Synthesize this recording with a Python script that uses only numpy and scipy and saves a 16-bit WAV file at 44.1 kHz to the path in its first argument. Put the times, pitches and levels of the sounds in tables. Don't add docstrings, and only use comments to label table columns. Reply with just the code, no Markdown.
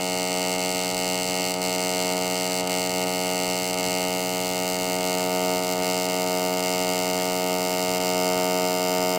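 import sys
import numpy as np
from scipy import signal
from scipy.fft import rfft, irfft, next_fast_len
from scipy.io import wavfile
from scipy.ndimage import uniform_filter1d

SR = 44100
rng = np.random.default_rng(int(sys.argv[2]) if len(sys.argv) > 2 else 0)


def elevation(decibels):
    levels = np.asarray(decibels, float)
    return 10 ** (levels / 20)


def persist_wave(psi):
    counts = np.round(np.clip(psi, -1, 1) * 32767).astype(np.int16)
    wavfile.write(sys.argv[1], SR, np.atleast_2d(counts).T)


N = 404819

CYCLE_HZ, FIRST_CYCLE_S = 90.8296, .019865

# start_s, level_db
DRIVE_LOAD = [(0.0, -35), (0.48, -35), (1.41, -35.5), (1.79, -34), (2.2, -34), (2.27, -34.5), (3.65, -35),
              (3.81, -34.5), (4.1, -35), (4.75, -34.5), (5.5, -32.5), (5.67, -33), (6.11, -33.5),
              (6.35, -32.5), (6.62, -33.5), (8.05, -33), (8.2, -32), (9.18, -32)]
LIGHT_DB, HEAVY_DB = -34.5, -29.5

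# multiple_of_cycle_rate, level_db (relative to LIGHT_DB)
LIGHT_ORDERS = [(1, -26), (2, -2), (3, -3), (4, -6), (5, -1), (6, -5.5), (7, 1.5), (8, -3), (9, -4.5),
                (10, -5.5), (11, -16.5), (12, -36.5), (13, -13.5), (14, -11.5), (15, -19.5), (16, -16),
                (17, -29), (18, -53), (19, -28), (20, -40), (21, -15), (22, -54), (23, -10), (24, -7),
                (25, -18.5), (26, -16), (27, -36), (28, -17), (29, -13.5), (30, -12), (31, -7), (32, -16),
                (33, -11.5), (34, -20), (35, -26), (36, -45)]
# multiple_of_cycle_rate, level_db (relative to HEAVY_DB)
HEAVY_ORDERS = [(1, -36), (2, -4.5), (3, -4.5), (4, -4.5), (5, 0.5), (6, -11), (7, 5), (8, -0.5),
                (9, -13.5), (10, -2), (11, -13), (12, -62), (13, -9.5), (14, -12.5), (15, -11), (16, -13),
                (17, -19), (18, -47), (19, -32), (20, -27), (21, -21), (22, -59), (23, -14), (24, -11),
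                (25, -19), (26, -20), (27, -42), (28, -27), (29, -16.5), (30, -28), (31, -12), (32, -24),
                (33, -23), (34, -9), (35, -26), (36, -46)]

# at_ms, width_ms, push (signed, relative)
STROKES = [
    (1.6, .34, 2.8),
    (1.9, .3, -2.1),
    (5.25, .22, -1.1),
    (5.7, .28, 2.6),
    (6.55, .2, -.5),
]

# pitch_hz, width_hz, struck_ms, push (signed, relative)
WALL_MODES = [
    (2160, 68, .69, .8),
    (2800, 65, .9, 1),
    (2140, 56, 5.6, -.6),
    (2840, 96, 5.7, -.3),
]

# pitch_hz, length_ms, polarity (sign), loose_db, seated_db, shifted_db (extra)
CHATTER_MODES = [(3740, 2.9, -1, -50, -81, 8), (4233, 1.337, 1, -38.5, -43, 1),
                 (5040, 1.14, 1, -41, -37, -1.5), (5440, 3.13, -1, -41.5, -36, -5),
                 (6238, 2.364, 1, -42.5, -47.5, -2), (6740, 1.93, -1, -46, -43, 5),
                 (7330, 1.91, 1, -42, -38.5, -1.5), (7957, 1.46, -1, -35, -41, 1),
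                 (8790, 1.09, 1, -44, -44.5, 1), (9175, 1.32, -1, -43.5, -37.5, 2.5)]
TOUCH_MS = 1.75
PIVOT_HZ, FADE_DB_PER_MS_KHZ = 5370, 1.7

# start_s, seated (0-1), shifted sideways (0-1)
SEATING = [
    (0, 0, 0.5),
    (4.05, 0.02, 0.2),
    (4.12, 0.3, 1),
    (5.25, 0.45, 1),
    (5.3, 0.5, 0.54),
    (7.8, .7, 0.35),
    (9.2, 1, 0),
]

# pitch_hz, width_hz, loose_db, seated_db, shifted_db (extra)
RINGING_MODES = [(3710, 21, -50.5, -48.5, 0.5), (4580, 91, -44, -50.5, -0.5), (4930, 100, -66, -45, 0),
                 (5584, 130, -48, -64, 1), (6160, 150, -46, -45.5, 0), (7220, 126, -47, -44.5, -3),
                 (8170, 240, -44, -46, 0)]

# pitch_hz, level_db (rms)
TONES = [(120.1, -52), (283.4, -48), (133, -62), (297.1, -64), (566.8, -64), (600.9, -63), (850.2, -65)]

# pitch_hz, level_db (per Hz)
HISS_SPECTRUM = [(25, -11), (80, -7), (130, -5), (300, -5.5), (650, -5), (1000, -7), (1700, -12.5),
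                 (2150, -5), (2450, -10.5), (2850, -4.5), (3600, -11.5), (4700, -4.5), (5600, -10),
                 (9600, -12.5)]
HISS_DB = -36.5

# start_s, level_db
CONTACT_FORCE = [(0, -33), (.4, -32), (1.4, -31.5), (2.05, -31.5), (2.2, -33), (2.7, -31), (3.1, -33.5),
                 (3.95, -31.5), (4.1, -34), (4.7, -33.5), (5.15, -32.5), (5.3, -35), (5.9, -32.5),
                 (6.5, -35), (6.68, -32), (7.5, -34.5), (8.0, -33), (8.4, -34)]
# start_s, change_db
MISSES = [(.567, -7), (.732, -3), (.953, -6), (1.525, -8.5), (1.767, -7), (2.285, -4), (2.483, -5),
          (2.681, -12), (2.879, -7.5), (2.923, -2), (3.716, -7), (3.815, -5), (4.773, -6.5), (4.971, -5),
          (4.993, -6.5), (5.015, -4), (5.158, -4), (5.654, -3.5), (6.072, -6), (6.248, -5.5), (6.513, -3),
          (6.612, -5), (6.766, -3), (6.854, -4), (7.118, -5.5), (7.162, -1), (7.448, -3.5), (7.569, -3),
          (7.988, -11), (8.99, -3)]
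# start_s, length_s, change_db
LAPSES = [(.92, .022, -4), (1.548, 0.068, -7), (2.142, .022, -4), (2.186, .022, -4), (2.616, 0.055, -8),
          (3.045, .022, -5), (3.749, .022, -6), (5.268, .022, -3.5), (5.599, .022, -4), (5.742, 0.081, -4),
          (6.546, .022, -4)]
# start_s, change_db
ODD_THUMPS = [(1.233, -4), (5.926, -1.5), (6.113, -2), (6.124, -1), (6.157, -2), (7.99, -2)]
ODD_THUMP_S = .005

SPLIT_HZ, COPY_UP_HZ = 9646, 6201.6
TOP_DB, TOP_RISE_DB_PER_S, START_LOSS_DB, SETTLE_S = -41, .18, -1.5, 0.45
FLICKER_DB, FLICKERS_PER_S = 12, 40
# pitch_hz, level_db
TOP_LOOSE = [(9650, -5.5), (10600, 2.5), (11000, -0.5), (11350, -7), (12100, -3), (12800, -4), (13400, 2),
             (15800, -3.5)]
# pitch_hz, level_db
TOP_SEATED = [(9650, -6), (10600, -1), (11500, -2), (12300, -2), (12800, -6), (13400, 3), (14400, 5),
              (15800, -5)]
# at_ms, width_ms, loose_db, seated_db
SNAP = [
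    (1.08, .3, 2, 3.5),
    (2.5, .5, -4, -4),
]


def evened(x):
    return x / np.sqrt(np.mean(x ** 2) + 1e-20)


def along(rows, t):
    s, *columns = np.transpose(rows)
    return [np.interp(t, s, c) for c in columns]


def read(points, hz):
    f, value = np.transpose(points)
    return np.interp(np.log(hz + 1), np.log(f + 1), value)


def ring(x, hz, width):
    r = np.exp(-np.pi * width / SR)
    return signal.lfilter([1 - r, 0, r - 1], [1, -2 * r * np.cos(2 * np.pi * hz / SR), r * r], x)


def turns():
    return (np.arange(N) / SR - FIRST_CYCLE_S) * CYCLE_HZ


def weak_db(t):
    db = np.zeros(len(t))
    single = [(s, 1 / CYCLE_HZ, loss_db) for s, loss_db in MISSES]
    for s, length, loss_db in single + LAPSES:
        db[np.searchsorted(t, s):np.searchsorted(t, s + length)] += loss_db
    return db


def contact_db(t):
    return along(CONTACT_FORCE, t)[0] + weak_db(t)


def stroke_phase(hz):
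    def late(ms):
        return np.exp(-2j * np.pi * hz * ms / 1000)

    pushes = sum(p * np.exp(-.5 * (2 * np.pi * hz * w / 1000) ** 2) * late(ms) for ms, w, p in STROKES)
    walls = sum(-1j * p * w / (w + 1j * (hz - f)) * late(ms) for f, w, ms, p in WALL_MODES)
    return np.angle(pushes + walls)


def body(wobble_db=.5, sway_db=.5, sways_per_s=8, force_share=0.7):
    out, turn = np.zeros(N), turns()
    t, slow_turn = np.arange(0, N, 32) / SR, turn[::32]
    seventh_db, = along(DRIVE_LOAD, t)
    force_db = uniform_filter1d(contact_db(t), size=6)
    load = (seventh_db - LIGHT_DB) / (HEAVY_DB - LIGHT_DB)
    order, light_db = np.transpose(LIGHT_ORDERS)
    heavy_db = np.transpose(HEAVY_ORDERS)[1]
    wobble = rng.standard_normal((len(order), 900))
    sway = np.interp(slow_turn * sways_per_s / CYCLE_HZ, np.arange(200), rng.standard_normal(200))
    odd_db = sum(db * np.exp(-((t - s) / ODD_THUMP_S) ** 2) for s, db in ODD_THUMPS)
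    phases = stroke_phase(order * CYCLE_HZ)
    for k, light, heavy, phase, w in zip(order, light_db, heavy_db, phases, wobble):
        db = (LIGHT_DB + light) * (1 - load) + (HEAVY_DB + heavy) * load
        db += wobble_db * np.interp(slow_turn, np.arange(len(w)), w) + sway_db * sway
        db += force_share * (k > 20) * (force_db - force_db.mean())
        db += (k <= 10) * odd_db
        level = np.interp(turn, slow_turn, np.sqrt(2) * elevation(db))
        out += level * np.cos(2 * np.pi * k * turn + phase)
    return out


def chatter(force_db=0.67, mode_db=0.7, slip=0.046, edge_ms=0.12, trim_db=-.5):
    middle = FIRST_CYCLE_S + np.arange(-1, int(turns()[-1])) / CYCLE_HZ + TOUCH_MS / 1000
    at = np.floor(middle * SR).astype(int)[:, None] + np.arange(-64, 64)
    ms = 1000 * (at / SR - middle[:, None])
    luck = rng.standard_normal((len(middle), 1 + 2 * len(CHATTER_MODES)))
    force = elevation(contact_db(middle) + force_db * luck[:, 0])
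    seated, shifted = along(SEATING, middle)
    grain = np.zeros(ms.shape)
    for k, (hz, length, polarity, loose_db, seated_db, shift_db) in enumerate(CHATTER_MODES):
        db = loose_db + (seated_db - loose_db) * seated + shift_db * shifted
        size = elevation(db + mode_db * luck[:, 2 * k + 1])
        touch = np.clip((length / 2 - abs(ms)) / edge_ms + .5, 0, 1) / np.sqrt(length)
        touch *= elevation(-FADE_DB_PER_MS_KHZ * ms * (hz - PIVOT_HZ) / 1000)
        angle = 2 * np.pi * hz * ms / 1000 + slip * luck[:, 2 * k + 2, None]
        grain += polarity * size[:, None] * touch * np.cos(angle)
    energy = abs(uniform_filter1d((grain ** 2).sum(axis=1), size=21))
    grain /= np.sqrt(energy * CYCLE_HZ / SR + 1e-20)[:, None]
    out, blows = np.zeros(N + 128), np.zeros(N + 128)
    out[at] = elevation(trim_db) * force[:, None] * grain
    blows[at[:, 64]] = force
    out, blows = out[:N], blows[:N]
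    seated, shifted = along(SEATING, np.arange(N) / SR)
    for hz, width, loose_db, seated_db, shift_db in RINGING_MODES:
        level = elevation(loose_db + (seated_db - loose_db) * seated + shift_db * shifted)
        out += level * evened(ring(blows, hz, width))
    return out


def hiss(patchy_db=2.0, puff=0.27, fade_turns=0.85, above_hz=3000, force_share=0.38, seated_db=-0.5):
    frames, hz = N // 256 + 5, np.fft.rfftfreq(1024, 1 / SR)
    a, b, patches = rng.standard_normal((frames, 513, 3)).T
    patches = uniform_filter1d(uniform_filter1d(patches, size=10, axis=0), size=12, axis=1)
    z = (a + 1j * b) * elevation(read(HISS_SPECTRUM, hz)[:, None] + patchy_db * evened(patches))
    z /= np.sqrt(np.mean(abs(z) ** 2))
    low, high = (signal.istft(z * part[:, None], nperseg=1024, noverlap=768)[1][:N]
                 for part in (hz < above_hz, hz >= above_hz))
    since_knock = (turns() - (TOUCH_MS - 1) * CYCLE_HZ / 1000) % 1
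    swell = evened(1 - puff + puff * np.exp(-since_knock / fade_turns))
    t = np.arange(N) / SR
    force_db = uniform_filter1d(contact_db(t), size=200)
    seated = along(SEATING, t)[0]
    swell *= elevation(force_share * (force_db - force_db.mean()) + seated_db * seated)
    return elevation(HISS_DB) * evened(low + high * swell)


def tones(waver_db=-1.0):
    t, out = np.arange(N) / SR, np.zeros(N)
    slow = rng.standard_normal((len(TONES), 40))
    for (hz, db), w in zip(TONES, slow):
        level = elevation(db + waver_db * np.interp(t * 4, np.arange(len(w)), w))
        out += np.sqrt(2) * level * np.sin(2 * np.pi * hz * t)
    return out


def scene():
    return (body() + chatter() + hiss() + tones())[None]


def band_limit(x):
    return signal.sosfilt(signal.butter(12, 16080, fs=SR, output="sos"), x)


def record(dry, flatten=1.0, puff=0.48, fill=0.98, hollow_hz=12300, hollow_width=900, slip_share=0.45):
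    size = next_fast_len(N)
    hz, t, z = np.fft.rfftfreq(size, 1 / SR), np.arange(N) / SR, rfft(dry[0], size)
    source = z * ((hz > SPLIT_HZ - COPY_UP_HZ) & (hz < SPLIT_HZ))
    envelope = abs(uniform_filter1d(abs(z) ** 2, size=3000)) + 1e-9
    band = signal.hilbert(irfft(source / envelope ** (flatten / 2), size))[:N]
    noise = (fill + puff * evened(uniform_filter1d(abs(band), size=60))) * rng.standard_normal(N)
    copy = evened((band * np.exp(2j * np.pi * COPY_UP_HZ * t)).real)

    seated = np.pad(along(SEATING, t)[0], (0, size - N), "edge")
    seated = np.clip(uniform_filter1d(seated, size=20000), 0, 1)
    ms = turns() % 1 / CYCLE_HZ * 1000
    snap_db = sum((loose_db + (seated_db - loose_db) * seated[:N]) * np.exp(-((ms - at) / w) ** 2)
                  for at, w, loose_db, seated_db in SNAP)
    top = rfft(elevation(snap_db) * (copy + noise), size)
    top *= (hz > SPLIT_HZ) * (hz < SPLIT_HZ + COPY_UP_HZ)
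    loose, tight = (irfft(top * elevation(read(colour, hz)), size) for colour in (TOP_LOOSE, TOP_SEATED))
    top = rfft((1 - seated) * loose + seated * tight)

    start = np.exp(-t / SETTLE_S)
    flicker = np.interp(t * FLICKERS_PER_S, np.arange(1000), rng.standard_normal(1000))
    hollow_db = FLICKER_DB * flicker * start
    hollow = irfft(top * np.exp(-abs((hz - hollow_hz) / hollow_width) ** 4), size)[:N]
    top = irfft(top, size)[:N] + (elevation(np.minimum(hollow_db, 0)) - 1) * hollow

    top /= np.sqrt(abs(uniform_filter1d(top ** 2, size=9000)) + 1e-20)
    level_db = TOP_DB + TOP_RISE_DB_PER_S * t + START_LOSS_DB * start
    top *= elevation(level_db + slip_share * uniform_filter1d(weak_db(t), size=200))
    kept = irfft(z * (hz < SPLIT_HZ), size)[:N]
    return band_limit((kept + top)[None])


dry = scene()
out = record(dry)
persist_wave(out)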